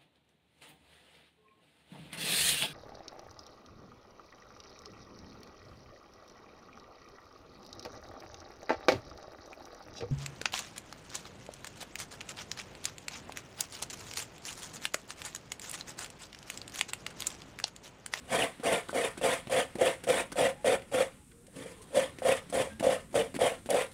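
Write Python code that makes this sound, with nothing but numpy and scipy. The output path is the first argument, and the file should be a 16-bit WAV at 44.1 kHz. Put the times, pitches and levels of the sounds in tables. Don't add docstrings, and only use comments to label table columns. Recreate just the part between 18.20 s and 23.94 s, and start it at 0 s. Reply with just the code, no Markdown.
import sys
import numpy as np
from scipy import signal
from scipy.io import wavfile
from scipy.ndimage import uniform_filter1d

SR = 44100
rng = np.random.default_rng(int(sys.argv[2]) if len(sys.argv) > 2 else 0)


def how_loud(loudness_db):
    steps = np.asarray(loudness_db, float) / 20
    return 10 ** steps


def int16_out(signal):
    q = np.round(np.clip(np.atleast_2d(signal).T, -1, 1) * 32767)
    wavfile.write(sys.argv[1], SR, q.astype(np.int16))


N = 253045

# [bite t/s, dig-in/s, hold/s, time to fade 30 dB/s, tearing level/dB]
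STROKES = [(0.077, 0.056, .11, 0.09, -32), (0.434, 0.026, 0.085, 0.12, -31),
           (0.73, 0.03, 0.099, 0.1, -33.5), (1.013, 0.032, 0.087, 0.1, -29.5),
           (1.297, 0.032, 0.072, .09, -30.5), (1.584, 0.031, 0.079, 0.11, -33.5),
           (1.869, .025, 0.11, .08, -33.5), (2.157, 0.033, 0.081, .08, -32.5),
           (2.445, 0.015, 0.094, 0.03, -33.5), (2.715, .03, 0.074, 0.0862, -32.5),
           (3.327, 0.041, 0.093, 6, -51), (3.443, 0.0096, 0.029, 0.22, -52.5),
           (3.706, 0.058, 0.067, 0.1, -35.5), (4.02, 0.045, 0.064, 0.11, -32),
           (4.326, 0.021, 0.07, 0.13, -34), (4.627, 0.012, 0.094, 0.12, -36),
           (4.943, 0.014, 0.05, 0.13, -36.5), (5.19, 0.034, 0.044, 0.1246, -31.5),
           (5.49, 0.012, 0.035, 3, -37.5), (5.536, 0.011, 0.074, 0.08, -35.5)]
# [cup level/dB, its change over the hold/dB, bite knock level/dB, upper wall level/dB, lower wall level/dB]
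GRIPS = [(-33, -1, -57, 5, 1), (-30, -0.5, -29, 4.5, 4.5), (-26.5, -6, -19.5, -1, 5),
         (-24.5, -6.5, -21, 0, 0.5), (-23, -1.5, -18.5, -4.5, -7), (-22, -6, -28, -4, -1.5),
         (-24.5, -6, -19, -4, -1.5), (-23, 0, -23, -5.5, -17), (-22.5, -2, -11, -6, -3.5),
         (-22.5, -2, -42, -6, -9.5), (-47, -7, -56, -23, 3), (-43, -9, -73, -9, 7),
         (-24, -4.5, -55, -9.5, -23), (-21.5, -10, -15.5, -3.5, -3), (-25.5, -3.5, -17, -4, -3.5),
         (-23.5, -5.5, -15, -3.5, -10), (-25, 0, -13.5, -8.5, -4.5), (-22, -5, -20, 0.5, -2),
         (-24.5, 1, -16.5, -3, -12), (-20, -11.5, -45, -5, -3.5)]
# [t/s, knock level/dB]
CATCHES = [(0.111, -27), (0.454, -20), (0.531, -15.5), (0.752, -16), (1.035, -17), (1.085, -11),
           (1.324, -25), (1.613, -8), (1.888, -14.5), (1.902, -9.5), (2.477, -7), (2.513, -25),
           (2.745, -9.5), (2.806, -16.5), (3.744, -17), (3.772, -5.5), (4.05, -8.5), (4.068, -17),
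           (4.089, -3), (4.117, -8.5), (4.352, -20), (4.368, -13), (4.398, -9.5), (4.666, -4),
           (4.689, -6.5), (4.974, -12), (5.213, -8), (5.239, -10.5), (5.541, -6.5)]
# [t/s, knock level/dB]
SNAGS = [
    (3.279, -40.5),
    (3.408, -33),
    (3.458, -31),
    (4.468, -25),
    (4.761, -17),
    (5.317, -18.5),
    (5.64, -29),
]
USUAL_TEARING_DB = -33


def rms_one(x):
    return x / np.sqrt(np.mean(x ** 2) + 1e-20)


def lowpass(x, order, hz):
    return signal.sosfilt(signal.butter(order, hz, fs=SR, output="sos"), x)


def highpass(x, order, hz):
    return signal.sosfilt(signal.butter(order, hz, "high", fs=SR, output="sos"), x)


def drift(rate):
    r = np.exp(-40 * np.pi * rate / SR)
    coarse = rng.standard_normal(N // 20 + 2002)
    slow = signal.lfilter([1], [1, -2 * r, r * r], coarse)[2000:]
    return np.interp(np.arange(N) / 20, np.arange(len(slow)), rms_one(slow))


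def resonate(x, modes):
    out = 0
    for k, (hz, width_hz, db) in enumerate(modes):
        r = np.exp(-np.pi * max(width_hz, 5) / SR)
        zeros = [(1 - r * r) / 2, 0, (r * r - 1) / 2]
        poles = [1, -2 * r * np.cos(2 * np.pi * hz / SR), r * r]
        out = out + (-1) ** k * how_loud(db) * signal.lfilter(zeros, poles, x + 1e-18)
    return out


def colour(x, spectrum, patchy_db, rate, count):
    hz, db = np.transpose(spectrum)
    edges, out = np.geomspace(hz[0], hz[-1], count + 1), 0
    for k, (low, high) in enumerate(zip(edges, edges[1:])):
        band = signal.sosfilt(signal.butter(2, [low, high], "band", fs=SR, output="sos"), x[k % 2])
        level_db = np.interp(np.log(low * high) / 2, np.log(hz), db)
        out = out + band * how_loud(level_db + patchy_db * drift(rate))
    return rms_one(out)


def crunch(clicks, spectrum, cycles, patchy_db, count):
    hz, db = np.transpose(spectrum)
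    step = np.log(hz[-1] / hz[0]) / count
    pitches = hz[0] * np.exp(step * (np.arange(count) + rng.random(count)))
    dealt, out = rng.integers(0, count, N), 0
    for k, mode_hz in enumerate(pitches):
        level_db = np.interp(np.log(mode_hz), np.log(hz), db)
        share = clicks * (dealt == k) * how_loud(patchy_db * drift(16.5))
        out = out + resonate(share, [(mode_hz, mode_hz / cycles, level_db)])
    return rms_one(out)


def slips(per_s, spread_db, count):
    sizes_db = spread_db * np.minimum(rng.exponential(1, (count, N)), 4)
    sizes = how_loud(sizes_db) * rng.choice([-1, 1], (count, N))
    return rms_one(sizes * (rng.random((count, N)) < per_s / SR))


def strikes(rows, lift_db, cut_hz):
    clicks = np.zeros(N)
    clicks[(rows[:, 0] * SR).astype(int)] = how_loud(rows[:, 1] + lift_db)
    return lowpass(clicks + 1e-18, 2, cut_hz)


def evened(x, span_s):
    return rms_one(x / np.sqrt(uniform_filter1d(x ** 2, size=round(span_s * SR)) + 1e-12))


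def moving_air():
    # [f/Hz, level per Hz/dB]
    spectrum = [(18, -9), (60, -1), (230, -3), (330, -8), (600, -18), (1400, -20.5), (3400, -24.5),
                (5500, -36), (9000, -56), (16300, -51)]
    # [t/s, low air level/dB, upper air level/dB], both re their mean
    rumble = [(0.001, 2, 5.5), (.5, -2, 7), (1.1, 2.5, 8), (2.5, 2.5, .5), (2.92, 2.5, 2.5),
              (3.05, -2, -5.5), (3.29, -1, -2), (3.5, 0, 3.5), (4.1, 3, 5.5), (5.2, 5.5, -0.5),
              (5.73, -1.5, 3)]
    air = how_loud(-61.5 + 5.0) * colour(rng.standard_normal((2, N)), spectrum, patchy_db=2.0, rate=2.6, count=20)
    s, *levels_db = np.transpose(rumble)
    low, upper = (how_loud(np.interp(np.arange(N) / SR, s, db)) for db in levels_db)
    return low * lowpass(air, 3, 420) + upper * highpass(air, 3, 420)


def insects():
    # [f/Hz, width/Hz, level/dB]
    bands = [(8700, 1600, 0), (3480, 200, -10)]
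    return how_loud(-66.0) * rms_one(resonate(rng.standard_normal(N), bands)) * how_loud(1.0 * drift(5.9))


def hums():
    # [start t/s, end t/s, start f/Hz, end f/Hz, level/dB]
    tones = [
        (2.33, 2.446, 805, 850, -56),
        (2.96, 3.055, 860, 835, -66),
        (3.104, 3.246, 455, 480, -60),
        (3.539, 3.66, 448, 420, -61),
        (3.546, 3.723, 1040, 1040, -66),
        (4.42, 4.615, 1550, 1640, -58),
        (4.48, 4.616, 205, 230, -50),
        (0.0011, 0.12, 250, 260, -56),
    ]
    out, waver = np.zeros(N), drift(31)
    for start, end, start_hz, end_hz, db in tones:
        a, b = round(start * SR), round(end * SR)
        hz = np.linspace(start_hz, end_hz, b - a) * (1 + 0.005 * waver[a:b])
        swell = how_loud(3 * waver[::-1][a:b]) * np.sqrt(np.hanning(b - a))
        out[a:b] += how_loud(db) * swell * np.sin(2 * np.pi * np.cumsum(hz) / SR)
    return out


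def flares():
    s, db = np.transpose(CATCHES + SNAGS)
    decay_s = 0.0055
    kicks = np.zeros(N)
    kicks[(s * SR).astype(int)] = np.maximum(2.5 + 0.25 * (db + 12), 0)
    return signal.lfilter([1], [1, -np.exp(-1 / (decay_s * SR))], kicks + 1e-18)


def stroke_controls():
    def column(values):
        return np.array(values)[:, None]

    dig_wait = column((.02, 0.13, 0.27))
    dig_curve = column((0.79, 1.2, 1.2))
    # [tearing/dB, hiss/dB]
    hold_climb_db = (1.5, -1)
    change_share = column((0.69, 1, 0.84))
    fade_speed = column((1.36, 1, 0.87))
    bite_under_db, slow_bite_db_per_s = column([6, 4, 1.5]), 325
    drag_under_db, drag_db_per_s = column([32, 19, 20]), column([150, 122, 90])
    rest_s, rest_db = .035, column([-62, -61.5, -64])

    out = np.full((3, N), -90.)
    starts = [round(row[0] * SR) for row in STROKES] + [N]
    for k, (stroke, grip) in enumerate(zip(STROKES, GRIPS)):
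        _, dig, hold, fade, tear_db = stroke
        cup_db, change_db = grip[:2]
        age = np.arange(starts[k + 1] - starts[k]) / SR
        hiss_db = -38 + 0.8 * (tear_db - USUAL_TEARING_DB)
        full = column([cup_db, tear_db, hiss_db])
        to_go = np.clip((1 - age / dig) / (1 - dig_wait), 0, 1)
        climb = -(bite_under_db + slow_bite_db_per_s * dig) * to_go ** dig_curve
        held = column([change_db, *hold_climb_db]) * np.clip((age - dig) / hold / change_share, 0, 1)
        after = np.maximum(age - dig - hold, 0)
        fading = fade_speed * after / fade * 30
        letting_go = -np.minimum(fading, drag_under_db + drag_db_per_s * after)
        out[:, starts[k]:starts[k + 1]] = full + climb + held + letting_go
        if tear_db > -45:
            resting = slice(starts[k] - round(rest_s * SR), starts[k])
            out[:, resting] = np.maximum(out[:, resting], rest_db)
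    out[1:] += flares()
    return uniform_filter1d(out, size=40)


def wet_fibres():
    # [f/Hz, level per Hz/dB]
    spectrum = [(3900, -8), (4840, -6), (5300, -8), (6500, -8), (7840, -4), (8900, 0), (10100, -3),
                (11800, -17), (15200, -21), (16300, -22)]
    finer = slips(9000, 1.7, count=2)
    smooth = colour(finer, spectrum, 1.8, 45, count=12)
    rings = crunch(finer[1], spectrum, 90, 2.8, count=44)
    return how_loud(-5.5) * smooth + how_loud(-4.5) * rings


def shell_and_bench(shell_db, judder):
    # [f/Hz, width/Hz, level/dB]
    cup_modes = [(503, 80, 0), (552, 80, 1)]
    # [f/Hz, width/Hz, level/dB]
    upper_modes = [(671, 47.4, -0.5), (746.5, 65, -2.5), (823, 35, -9)]
    # [f/Hz, width/Hz, level/dB]
    lower_modes = [(470.6, 20.7, 6.5), (356, 140, -13)]
    # [f/Hz, width/Hz, level/dB]
    bench_modes = [(260.2, 47.6, 4), (156, 67, -1.5), (102, 61, -3)]
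    # [f/Hz, width/Hz, level/dB]
    knock_modes = [(581, 44, -0.5)]
    strokes, grips = np.array(STROKES), np.array(GRIPS)
    t = np.arange(N) / SR
    stroke = np.maximum(np.searchsorted(strokes[:, 0], t + .01) - 1, 0)
    bench_db = -42 + 0.3 * (strokes[:, 4] - USUAL_TEARING_DB) - grips[:, 0]
    upper, lower, bench = (uniform_filter1d(how_loud(db[stroke]), size=400)
                           for db in (grips[:, 3], grips[:, 4], bench_db))

    tugs = slips(2500, 1.5, count=4)
    mode_sets = (cup_modes, upper_modes, lower_modes, bench_modes)
    cup, wall, low_wall, wood = (evened(resonate(x, modes), 0.035) for x, modes in zip(tugs, mode_sets))
    body = cup + how_loud(-1.5) * upper * wall + how_loud(-2.5) * lower * low_wall + how_loud(6.5) * bench * wood
    body = how_loud(shell_db - 4.5) * judder * body

    bite = strikes(np.c_[strokes[:, 0], grips[:, 2]], 33.3, 1350)
    catch = strikes(np.array(CATCHES + SNAGS), 36.1, 800)
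    body += resonate(catch, cup_modes) + resonate(bite, knock_modes)
    body += resonate(how_loud(-6.0) * upper * (bite + catch), upper_modes)
    body += resonate(how_loud(1.0) * bench * (bite + catch), bench_modes)
    return body


def teeth(tear_db, judder):
    # [f/Hz, width/Hz, level/dB]
    blade = [(1013, 17, -10.5), (1187, 10, -14), (1792, 77, -4.5), (1939, 24, -5), (2136, 37, -7.5),
             (3780, 34, -15.5)]
    # [f/Hz, level per Hz/dB]
    spectrum = [(850, -3), (1300, -5.5), (1650, -9.5), (1900, -4), (2450, -6), (3100, -6.5), (3750, -4),
                (4150, -80)]
    fine = slips(4500, 3.66, count=2)
    tearing = how_loud(tear_db) * judder
    ring = resonate(tearing * fine[0] * how_loud(14.5), blade)
    rasp = how_loud(-7.5) * colour(fine, spectrum, 4.84, 29.6, count=10)
    rasp = rasp + how_loud(-5.0) * crunch(fine[1], spectrum, 56, 2.54, count=32)
    rasp = lowpass(rasp, 4, 4100)
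    return ring + tearing * rasp


def grating(wet_crunch):
    shell_db, tear_db, hiss_db = stroke_controls()
    judder = how_loud(1.73 * drift(28))
    hiss = how_loud(hiss_db) * judder * wet_crunch
    return shell_and_bench(shell_db, judder) + teeth(tear_db, judder) + hiss


def taps(wet_crunch):
    # [t/s, scuff level/dB, thud
    # level re scuff/dB, tock level re scuff/dB]
    contacts = [(0.398, -52.5, 24, 9), (0.686, -38, 11, 3.5), (0.704, -36.5, -1, -6), (0.976, -35, 8.5, 3),
                (1.272, -48, 21, 12), (1.554, -38.5, 16, 1), (1.8383, -31, 5, 0.5),
                (2.1187, -29.5, 3.5, -2), (2.619, -52, 7, 10), (3.115, -62, -6, 13), (3.986, -41.5, 10, 4),
                (4.299, -35.5, 1, -11), (4.596, -33, 2, 1), (4.607, -44, 25.5, 2.5), (4.929, -45, 16, 0),
                (5.1425, -37, 12, -1), (5.1498, -32, 0, 2.5), (5.163, -39, 10.5, 4), (5.46, -40.5, 10.5, 2)]
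    # [t/s, level/dB]
    clacks = [
        (0.431, -33),
        (0.6937, -22.5),
        (0.973, -34),
        (1.839, -55),
        (2.122, -30),
        (4.596, -49),
        (4.605, -36),
        (5.141, -44),
    ]
    # [t/s, scuff level/dB, length/s]
    fingers = [
        (3.042, -59, 0.0068),
        (3.267, -43.5, .007),
        (3.572, -68, 0.0035),
        (3.618, -42, 0.026),
        (5.504, -17, 0.0054),
        (5.714, -44, 0.014),
    ]
    touches = [(*row, 0.013) for row in contacts]
    touches += [(s, db, -27, -7, length) for s, db, length in fingers]
    envelopes = np.zeros((3, N))
    for s, db, thud_db, tock_db, length in touches:
        at = round(s * SR)
        age = np.arange(min(N - at, 5000)) / SR
        fade = np.exp(-(age / max(length, .001)) ** 2) + 0.033 * np.exp(-age / 0.0047)
        levels_db = db - 12.5 + np.array([[0], [thud_db], [tock_db]])
        envelopes[:, at:at + len(fade)] += how_loud(levels_db) * fade
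    grit = slips(3000, 2.6, count=2)
    thud = rms_one(resonate(grit[0], [(250, 66, 11.0), (520, 580, -6.5)]))
    tock = rms_one(resonate(grit[1], [(1490, 160, 0.0), (2000, 400, 1.5), (3240, 1200, -3.5)]))
    rim = strikes(np.array(clacks), 22.0, 3000)
    clack = resonate(rim, [(1520, 75, 7.9), (1060, 610, 3.0), (620, 270, -8.0)])
    uneven = how_loud(2.5 * drift(120))
    return clack + np.sum(envelopes * uneven * [wet_crunch, thud, tock], axis=0)


def yard(x, t60, cut_hz):
    t = np.arange(round(.4 * SR)) / SR
    tail = rng.standard_normal(len(t)) * how_loud(-60 * t / t60) * (t > .004)
    tail = lowpass(tail, 1, cut_hz)
    return signal.fftconvolve(x, tail / np.linalg.norm(tail))[:N]


def scene():
    wet_crunch = wet_fibres()
    work = grating(wet_crunch) + taps(wet_crunch)
    work = highpass(work, 2, 70)
    scatter = how_loud(-17.5) * yard(work, t60=0.2, cut_hz=1860)
    return (moving_air() + insects() + hums() + work + scatter)[None]


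def top_cut(x):
    return signal.sosfilt(signal.butter(12, 16600, fs=SR, output="sos"), x)


def record(dry):
    overload = 0.32
    rounded = overload * np.tanh(dry / overload)
    cut = signal.sosfilt(signal.ellip(12, .5, 65, 15760, fs=SR, output="sos"), rounded)
    return top_cut(cut)


dry = scene()
out = record(dry)
int16_out(out)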